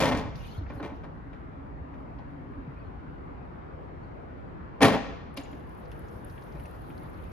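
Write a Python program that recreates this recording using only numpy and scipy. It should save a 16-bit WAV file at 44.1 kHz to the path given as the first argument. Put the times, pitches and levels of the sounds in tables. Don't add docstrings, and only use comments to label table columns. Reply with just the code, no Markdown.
import sys
import numpy as np
from scipy import signal
from scipy.fft import rfft, irfft
from scipy.io import wavfile
from scipy.ndimage import uniform_filter1d

SR = 44100
rng = np.random.default_rng(int(sys.argv[2]) if len(sys.argv) > 2 else 0)


def persist_wave(psi):
    counts = np.round(np.clip(psi, -1, 1) * 32767).astype(np.int16)
    wavfile.write(sys.argv[1], SR, np.atleast_2d(counts).T)


N = 322802
CREEP_S = 5.3

# frequency in Hz, likeness from -1 to 1.
MAST_LIKENESS = [(60, 0.64), (250, 0.88), (700, 0.83), (1700, 0.89), (3500, 1), (6000, 0.29), (9500, 0.23),
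                 (11500, 1), (13000, 0.71), (15000, .1)]


def amp(db):
    return 10 ** (np.asarray(db) / 20)


def evened(x):
    return x / np.sqrt(np.mean(x ** 2) + 1e-20)


def read(points, hz):
    f, value = np.transpose(points)
    return np.interp(np.log(hz + 1), np.log(f + 1), value)


def curve(rows, column):
    rows = np.array(rows)
    return np.interp(np.arange(N) / SR, rows[:, 0], rows[:, column])


def add(mix, s, sound):
    part = mix[:, max(round(s * SR), 0):][:, :sound.shape[1]]
    part += sound[:, :part.shape[1]]


def noise(colour_db, same, side_db=0, lead=0, count=N, size=1024):
    hz, frames = np.fft.rfftfreq(size, 1 / SR)[:, None], count // (size // 4) + 5
    a, b, c, d = rng.standard_normal((frames, len(hz), 4)).T
    same = np.clip(same(hz), -1, 1)
    left, other = a + 1j * b, c + 1j * d
    right = (same * left + np.sqrt(1 - same ** 2) * other) * np.exp(-1j * lead)
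    pair = np.array([left * amp(side_db / 2), right / amp(side_db / 2)])
    frame_s = np.arange(frames) * size / 4 / SR
    bins = pair * amp(colour_db(hz, frame_s))
    sound = signal.istft(bins, nperseg=size, noverlap=size * 3 // 4)[1]
    return evened(sound[:, :count])


def patches(hz, t, db):
    field = rng.standard_normal((len(t), len(hz))).T
    smooth_hz = uniform_filter1d(field, size=12, axis=0)
    return db * evened(uniform_filter1d(smooth_hz, size=14, axis=1))


def coloured(x, colour_db):
    gain = amp(colour_db(np.fft.rfftfreq(x.shape[1], 1 / SR)))
    x = irfft(rfft(x) * gain, x.shape[1])
    return x / np.sqrt(np.mean(x[:, :600] ** 2))


def rings(modes, t, shift):
    hz, db, t60 = np.transpose(modes)[:, :, None]
    phase, spread = rng.random((2, len(hz), 1))
    start = amp(db + 8.0 * (spread - .5)) * np.exp(2j * np.pi * phase)
    dying = np.exp((2j * np.pi * hz - np.log(1000) / np.clip(t60, .02, .4)) * t)
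    both = np.hstack([start, start * np.exp(-1j * shift(hz))])
    return (both.T @ dying).imag


def snap(hz, octaves, t60, t, same):
    colour = lambda f, u: -6.0 * (np.log2((f + 1) / hz) / octaves) ** 2 + 0 * u
    burst = noise(colour, lambda f: same + 0 * f, count=len(t), size=128)
    return burst * amp(-60 * t / t60) * (1 - np.exp(-t / 0.00049))


def scattered(count, db, spread_db):
    when, size, kind = rng.random((int(count), 3)).T
    moments = N / SR - when * (N / SR - CREEP_S - .15)
    return zip(moments, db + spread_db * (size - .5), kind)


def yard():
    # frequency in Hz, level in dB per Hz.
    rumble_colour = [(12, -52), (20, -14), (36, -0.5), (59, 7.5), (119, -5), (146, -2.5), (216, -9.5),
                     (250, -13), (320, -41), (550, -120)]
    roar_colour = [(60, -33.5), (100, -8), (170, -9.5), (270, -7), (400, -9), (600, -12), (1000, -13.5),
                   (1500, -19.5), (2200, -28.5), (3200, -40), (4500, -48.5), (6500, -62.5), (9000, -63),
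                   (12000, -94)]
    # frequency in Hz, likeness from -1 to 1.
    air_likeness = [(50, 0.084), (130, 0.87), (270, 0.34), (450, -0.21), (1000, -0.38), (1700, -0.12),
                    (2500, 0.25), (4000, -0.14), (9500, -0.14), (11500, 0.83), (14000, .6)]
    # frequency in Hz, left over right in dB.
    air_balance = [(60, -0.5), (130, 0.5), (290, 3), (640, 2.0), (1410, 1), (3100, 3.5), (6820, 13.5),
                   (15000, -17)]
    rumble_db, roar_db, roar_rise, swell_db = -44, -47, 0.3129, 0.15
    shake_db, shake_s = 9, 0.53

    same = lambda hz: read(air_likeness, hz)
    side_db = read(air_balance, np.fft.rfftfreq(2048, 1 / SR)[:, None])
    swell = lambda t: swell_db * evened(uniform_filter1d(rng.standard_normal(len(t)), size=25))
    rumble_level = lambda hz, t: read(rumble_colour, hz) + patches(hz, t, 0.31) + swell(t)
    rumble = noise(rumble_level, same, side_db, size=2048)
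    roar_level = lambda hz, t: read(roar_colour, hz) + patches(hz, t, 1.42)
    roar = noise(roar_level, same, side_db, size=2048)
    t = np.arange(N) / SR
    shake = shake_db * np.exp(-(t / shake_s) ** 2)
    return amp(rumble_db + shake) * rumble + amp(roar_db + roar_rise * t) * roar


def hiss():
    # frequency in Hz, level in dB per Hz.
    high_colour = [(7000, -14), (8500, -16), (9600, -3), (11500, -5), (13000, -6), (14200, -10),
                   (14700, -29.5), (15500, -45)]
    mid_colour = [(2000, -2), (3000, 4.5), (4500, -2), (6800, -8.5), (8000, -56), (9000, -52)]
    # start in seconds, length in seconds,
    # level of the upper band in dB, level of the middle band in dB.
    scrape_rows = [(0.337, .24, -72, -58), (0.672, .04, -90, -67), (0.716, .07, -74, -78),
                   (0.826, 0.037, -81, -72), (0.928, 0.063, -88, -74), (5.38, 0.13, -88, -68)]
    floor_high_db, floor_mid_db = -94.5, -90
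    creep_high_db, creep_mid_db, creep_rise_s = -74, -72.5, 0.76
    scrape_rise_s, scrape_fall_s = 0.024, 0.041

    def high_level(hz, t):
        flicker = 3.4 * rng.standard_normal(len(t))
        drift = 2.0 * evened(uniform_filter1d(rng.standard_normal(len(t)), size=40))
        return read(high_colour, hz) + flicker + patches(hz, t, 1.2) + drift

    def mid_level(hz, t):
        flicker = 0.87 * rng.standard_normal(len(t))
        return read(mid_colour, hz) + flicker + patches(hz, t, 3.0)

    high = noise(high_level, lambda hz: read(MAST_LIKENESS, hz), size=256)
    mid = noise(mid_level, lambda hz: 0.12 + 0 * hz, size=512)
    t = np.arange(N) / SR
    speed = np.clip((t - CREEP_S) / creep_rise_s, 0, 1)
    high_gain = amp(floor_high_db) + amp(creep_high_db) * speed
    mid_gain = amp(floor_mid_db) + amp(creep_mid_db) * speed
    for s, length, high_db, mid_db in scrape_rows:
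        rise = np.clip((t - s) / scrape_rise_s, 0, 1)
        contact = rise * np.exp(-np.maximum(t - s - length, 0) / scrape_fall_s)
        high_gain = high_gain + amp(high_db) * contact ** 2
        mid_gain = mid_gain + amp(mid_db) * contact
    return high_gain * high + mid_gain * mid


def mast():
    # start in seconds, level in dB, brightness in dB (tilt of the treble).
    blow_rows = [(0.002, -25.5, 11.5), (0.019, -24, 4.5), (0.034, -23.5, 2), (0.042, -34, 13),
                 (0.055, -27, 6), (0.069, -29.5, 3), (0.085, -32, 9.5), (0.114, -27, -4),
                 (0.149, -31.5, -1), (0.171, -39, 13), (0.184, -35, -11), (0.204, -41, -2),
                 (0.249, -42, -33), (0.698, -41, -16), (0.759, -48, -26), (0.798, -40.5, -19),
                 (0.827, -38, -3.5), (0.847, -39.5, -4), (0.894, -45.5, -13), (1.035, -45.5, -12),
                 (1.33, -54, -9), (1.939, -60, -4), (2.185, -51.5, -11), (4.806, -28.5, -4.5),
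                 (4.816, -19.5, 7), (4.824, -16.5, 5.5), (4.833, -19, -3), (4.847, -20, 4),
                 (4.879, -25.5, 3), (4.899, -31, -1), (4.919, -30, 1), (4.937, -27.5, -6), (4.954, -43, -6),
                 (5.365, -49.5, 22), (5.372, -42.5, 3), (5.384, -54, -8), (6.554, -51.5, -22),
                 (6.739, -55, -10)]
    # frequency in Hz, relative level in dB, t60 in seconds before ring.
    mode_rows = [(215, -12.5, 0.2), (267.2, -0.5, 0.22), (301, -11.5, 0.63), (432, -6.5, 0.43),
                 (519.4, -13, 0.35), (538.6, -5, 0.22), (580, -9, 0.39), (671, -10.5, 0.3),
                 (784, -10.5, 0.21), (855, -12, 0.51), (951, -16, 0.48), (1040, -11.5, 0.19),
                 (1109, -8, 0.11), (1494, -18, 0.34), (1848, -14, 0.24), (1900, -24, 0.26),
                 (2100, -16.5, 0.22), (2340, -10, 0.12), (2610, -31, .2), (3430, -24, 0.11)]
    # frequency in Hz, level in dB per Hz.
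    clatter_colour = [(30, -51), (60, -18.5), (110, -3), (170, -4.5), (250, 3.5), (370, -9.5), (700, -7.5),
                      (1300, -15), (2000, -17), (3300, -20), (5000, -28), (8000, -38), (11000, -33.5),
                      (13500, -42.5), (14500, -47), (15600, -56)]
    # frequency in Hz, t60 in seconds before ring.
    clatter_t60 = [(100, 0.3), (300, 0.52), (1000, 0.37), (3000, 0.25), (8000, 0.22), (14000, 0.23)]
    # frequency in Hz, radians by which the left leads.
    lead_rows = [(250, 0.38), (1700, 0.14), (2500, 0.96), (3700, 1.5), (6000, 1), (9500, 1.1),
                 (10700, -0.027), (13000, -0.91)]
    # frequency in Hz, left over right in dB.
    balance_rows = [(100, 0), (700, 2.7), (1700, 3.5), (2500, 1.5), (6000, 6), (9500, -3), (11000, 0.5)]
    # start in seconds, level in dB, frequency in Hz, t60 in seconds.
    ping_rows = [(.83, -66, 6000, .07), (.87, -70, 6000, .12), (4.82, -33, 10690, .14),
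                 (4.82, -46, 11050, .1), (5.374, -62, 6790, .13), (5.38, -58, 10300, .05),
                 (5.41, -57, 9750, .05), (5.432, -61, 6790, .11), (5.51, -70, 6790, .15),
                 (6.595, -63, 9700, .05), (6.655, -63, 9700, .05)]
    top_db, top_per_db = -7.5, 0.07
    body_db, ring = -2.5, .65

    out, count = np.zeros((2, N)), SR // 4
    t, bins = np.arange(count) / SR, np.fft.rfftfreq(256, 1 / SR)[:, None]
    lead = lambda hz: read(lead_rows, hz)
    same = lambda hz: read(MAST_LIKENESS, hz)
    decay = lambda hz, u: -60 * u / (ring * read(clatter_t60, hz))
    for s, db, bright_db in blow_rows:
        def tone(hz):
            tilt = bright_db * np.clip(np.log2((hz + 1) / 1500) / 2.45, 0, .9)
            top = (top_db + top_per_db * (db + 39)) * np.clip(np.log2((hz + 1) / 7000) / .5, 0, 1)
            body = body_db * np.exp(-(np.log2((hz + 1) / 265) / 1.03) ** 2)
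            return tilt + top + body

        clatter = noise(decay, same, read(balance_rows, bins), lead(bins), count=count, size=256)
        knocks = amp(3.0 * evened(uniform_filter1d(rng.standard_normal(count), size=150)))
        clatter = coloured(clatter * knocks, lambda hz: read(clatter_colour, hz) + tone(hz))
        struck_modes = [(hz * rng.uniform(.99, 1.01), mode_db + tone(hz), t60 * ring)
                        for hz, mode_db, t60 in mode_rows]
        modes = rings(struck_modes, t, lead)
        crack = 1 + 1.1 * np.exp(-t / 0.0011)
        struck = (clatter * crack + amp(2.5) * modes) * (1 - np.exp(-t / 0.0017))
        add(out, s, amp(db) * struck * np.cos(2 * np.pi * t))
    for s, db, hz, t60 in ping_rows:
        cluster = [(hz, 0, t60), (1.004 * hz, -3, t60), (.993 * hz, -5, t60)]
        add(out, s, amp(db) * rings(cluster, t, lead) * (1 - np.exp(-t / .003)))
    return out


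def echo(x):
    # frequency in Hz, t60 in seconds.
    answer_t60 = [(100, 1.23), (300, 0.61), (1000, 0.88), (3000, 0.86), (6000, 0.73), (14000, 0.2)]
    echo_db = -15
    t = np.arange(SR * 4 // 5) / SR
    decay = lambda hz, u: -60 * u / read(answer_t60, hz)
    tail = noise(decay, lambda hz: .5 * read(MAST_LIKENESS, hz), count=len(t), size=256)
    tail = tail * np.clip(t / 0.019 - .3, 0, 1)
    tail = tail / np.linalg.norm(tail[0])
    return amp(echo_db) * signal.fftconvolve(x, tail, axes=1)[:, :N]


def thuds():
    # start in seconds, level in dB, frequency in Hz to which the pitch sags.
    thud_rows = [(0.16, -29, 95), (0.25, -29, 75), (0.579, -19, 84), (0.609, -32, 270), (0.618, -22, 62.6),
                 (0.66, -25, 55), (0.748, -27, 101), (0.771, -30, 244), (0.806, -28, 279),
                 (0.851, -32, 277), (0.919, -31, 268), (1.809, -27.5, 68), (2.575, -27, 55),
                 (2.675, -28, 131), (2.966, -27, 72), (4.832, -13, 122), (5.379, -30, 263),
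                 (5.524, -31.5, 259), (6.151, -28, 81), (6.299, -28, 84), (6.546, -28, 141),
                 (6.577, -28, 61.9)]
    t60 = 0.1
    out, t = np.zeros((2, N)), np.arange(SR // 3) / SR
    for s, db, hz in thud_rows:
        sagging_t = t + 0.0024 * (1 - np.exp(-t / 0.013))
        thud = np.sin(2 * np.pi * hz * sagging_t) * (1 - np.exp(-t / 0.0041))
        add(out, s, amp(db - 60 * t / t60) * thud * np.ones((2, 1)))
    return out


def ticks():
    # start in seconds, level in dB, centre frequency in Hz.
    tick_rows = [(0.356, -50, 4200), (0.6637, -48, 1830), (1.331, -55.5, 2160), (1.939, -55, 1860),
                 (2.1864, -65, 3760), (2.5346, -58, 1870), (5.3727, -38.5, 3970), (5.3732, -38, 2550),
                 (5.4116, -49, 2410), (5.4344, -61, 6640), (5.4565, -49, 2340), (5.5285, -51, 2200),
                 (5.9155, -62, 5060), (5.9173, -53, 2640), (6.2981, -60, 4450), (6.377, -50.5, 2300),
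                 (6.4218, -62, 4630), (6.5967, -52, 2250), (6.5974, -66, 4100), (6.6546, -50, 2190),
                 (6.6558, -64, 5550), (6.9022, -53.5, 2360), (6.978, -60, 3920), (7.188, -59, 2300)]
    # frequency in Hz, left over right in dB.
    balance_rows = [(2000, 1.5), (4500, 4.5)]
    t60 = 0.052
    out, t = np.zeros((2, N)), np.arange(SR // 10) / SR
    loose = [(s, db, 2000 * 3 ** kind) for s, db, kind in scattered(18, -67, spread_db=6)]
    for s, db, hz in tick_rows + loose:
        pan_db = read(balance_rows, hz)
        tick = snap(hz, 0.38, t60, t, 0.73)
        add(out, s, amp(db) * tick * amp([[pan_db / 2], [-pan_db / 2]]))
    return out


def squeaks():
    # start in seconds, level in dB, middle pitch in Hz.
    squeak_rows = [(.39, -56, 2820), (.415, -58, 2420), (.44, -58, 2480), (.47, -57, 3020),
                   (0.498, -60, 4270), (.53, -58, 3270), (0.559, -60, 4220), (.77, -66, 4180),
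                   (2.75, -60, 2450), (2.778, -75, 4500), (2.795, -64, 2550), (2.84, -74, 4230),
                   (3.43, -81, 4270), (4.017, -74, 4500)]
    length_s, max_glide = .05, .03
    out, count = np.zeros((2, N)), round(length_s * SR)
    for s, db, mid_hz in squeak_rows:
        waver = evened(uniform_filter1d(rng.standard_normal(4000), size=60))[:count]
        glide = max_glide * rng.uniform(-1, 1) * np.linspace(-1, 1, count)
        hz = mid_hz * (1 + glide + .035 * waver)
        whistle = np.sin(2 * np.pi * np.cumsum(hz) / SR + [[0], [-.9]])
        add(out, s, amp(db) * whistle * np.hanning(count) * amp([[1.5], [-1.5]]))
    return out


def hum():
    # time in seconds, level of the main hum in dB.
    level_rows = [(1.0, -58), (1.26, -53.5), (2.08, -51), (2.6, -45.5), (2.75, -57), (3.37, -52),
                  (3.5, -78), (4.0, -57.5), (4.75, -66)]
    hum_hz, undertone_hz, undertone_db = 271.6, 158, -56.5
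    out, t = np.zeros(N), np.arange(N) / SR
    on = np.clip(np.minimum(t - level_rows[0][0], level_rows[-1][0] - t) / .03, 0, 1)
    main = (hum_hz, 47.0, curve(level_rows, column=1))
    undertone = (undertone_hz, 22.0, undertone_db)
    for hz, width_hz, level_db in (main, undertone):
        r = np.exp(-np.pi * width_hz / SR)
        slow = rng.standard_normal((N, 2)) @ [1, 1j]
        for _ in range(2):
            slow = signal.lfilter([1], [1, -r], slow)
        out += amp(level_db) * evened((slow * np.exp(2j * np.pi * hz * t)).real)
    return on * out * amp([[.4], [-.4]])


def high_snaps():
    # start in seconds, level in dB.
    snap_rows = [(5.342, -58), (5.373, -40), (5.4101, -57), (5.5156, -60), (5.7478, -59), (5.916, -57),
                 (5.9928, -53.5), (6.116, -62), (6.2472, -44), (6.323, -57), (6.5966, -57), (6.7111, -57),
                 (6.8189, -58), (6.8957, -56), (6.978, -58), (7.0344, -54), (7.2394, -57)]
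    centre_hz = 10940
    out, t = np.zeros((2, N)), np.arange(SR // 20) / SR
    fine = [(s, db) for s, db, _ in scattered(13, -71, spread_db=14)]
    for s, db in snap_rows + fine:
        burst = snap(centre_hz * rng.uniform(.93, 1.07), .2, .014, t, 0.68)
        add(out, s, amp(db) * burst)
    return out


def scene():
    struck = mast() + ticks() + high_snaps() + squeaks()
    return struck + echo(struck) + thuds() + hiss() + hum() + yard()


def record(dry):
    edge_hz = 15700
    low_cut = signal.butter(4, 36.0, "high", fs=SR, output="sos")
    rounded = np.tanh(signal.sosfilt(low_cut, dry))
    band_limit = signal.firwin(511, edge_hz, window=("kaiser", 9), fs=SR)
    return signal.oaconvolve(rounded, band_limit[None], "same")


dry = scene()
out = record(dry)
persist_wave(out)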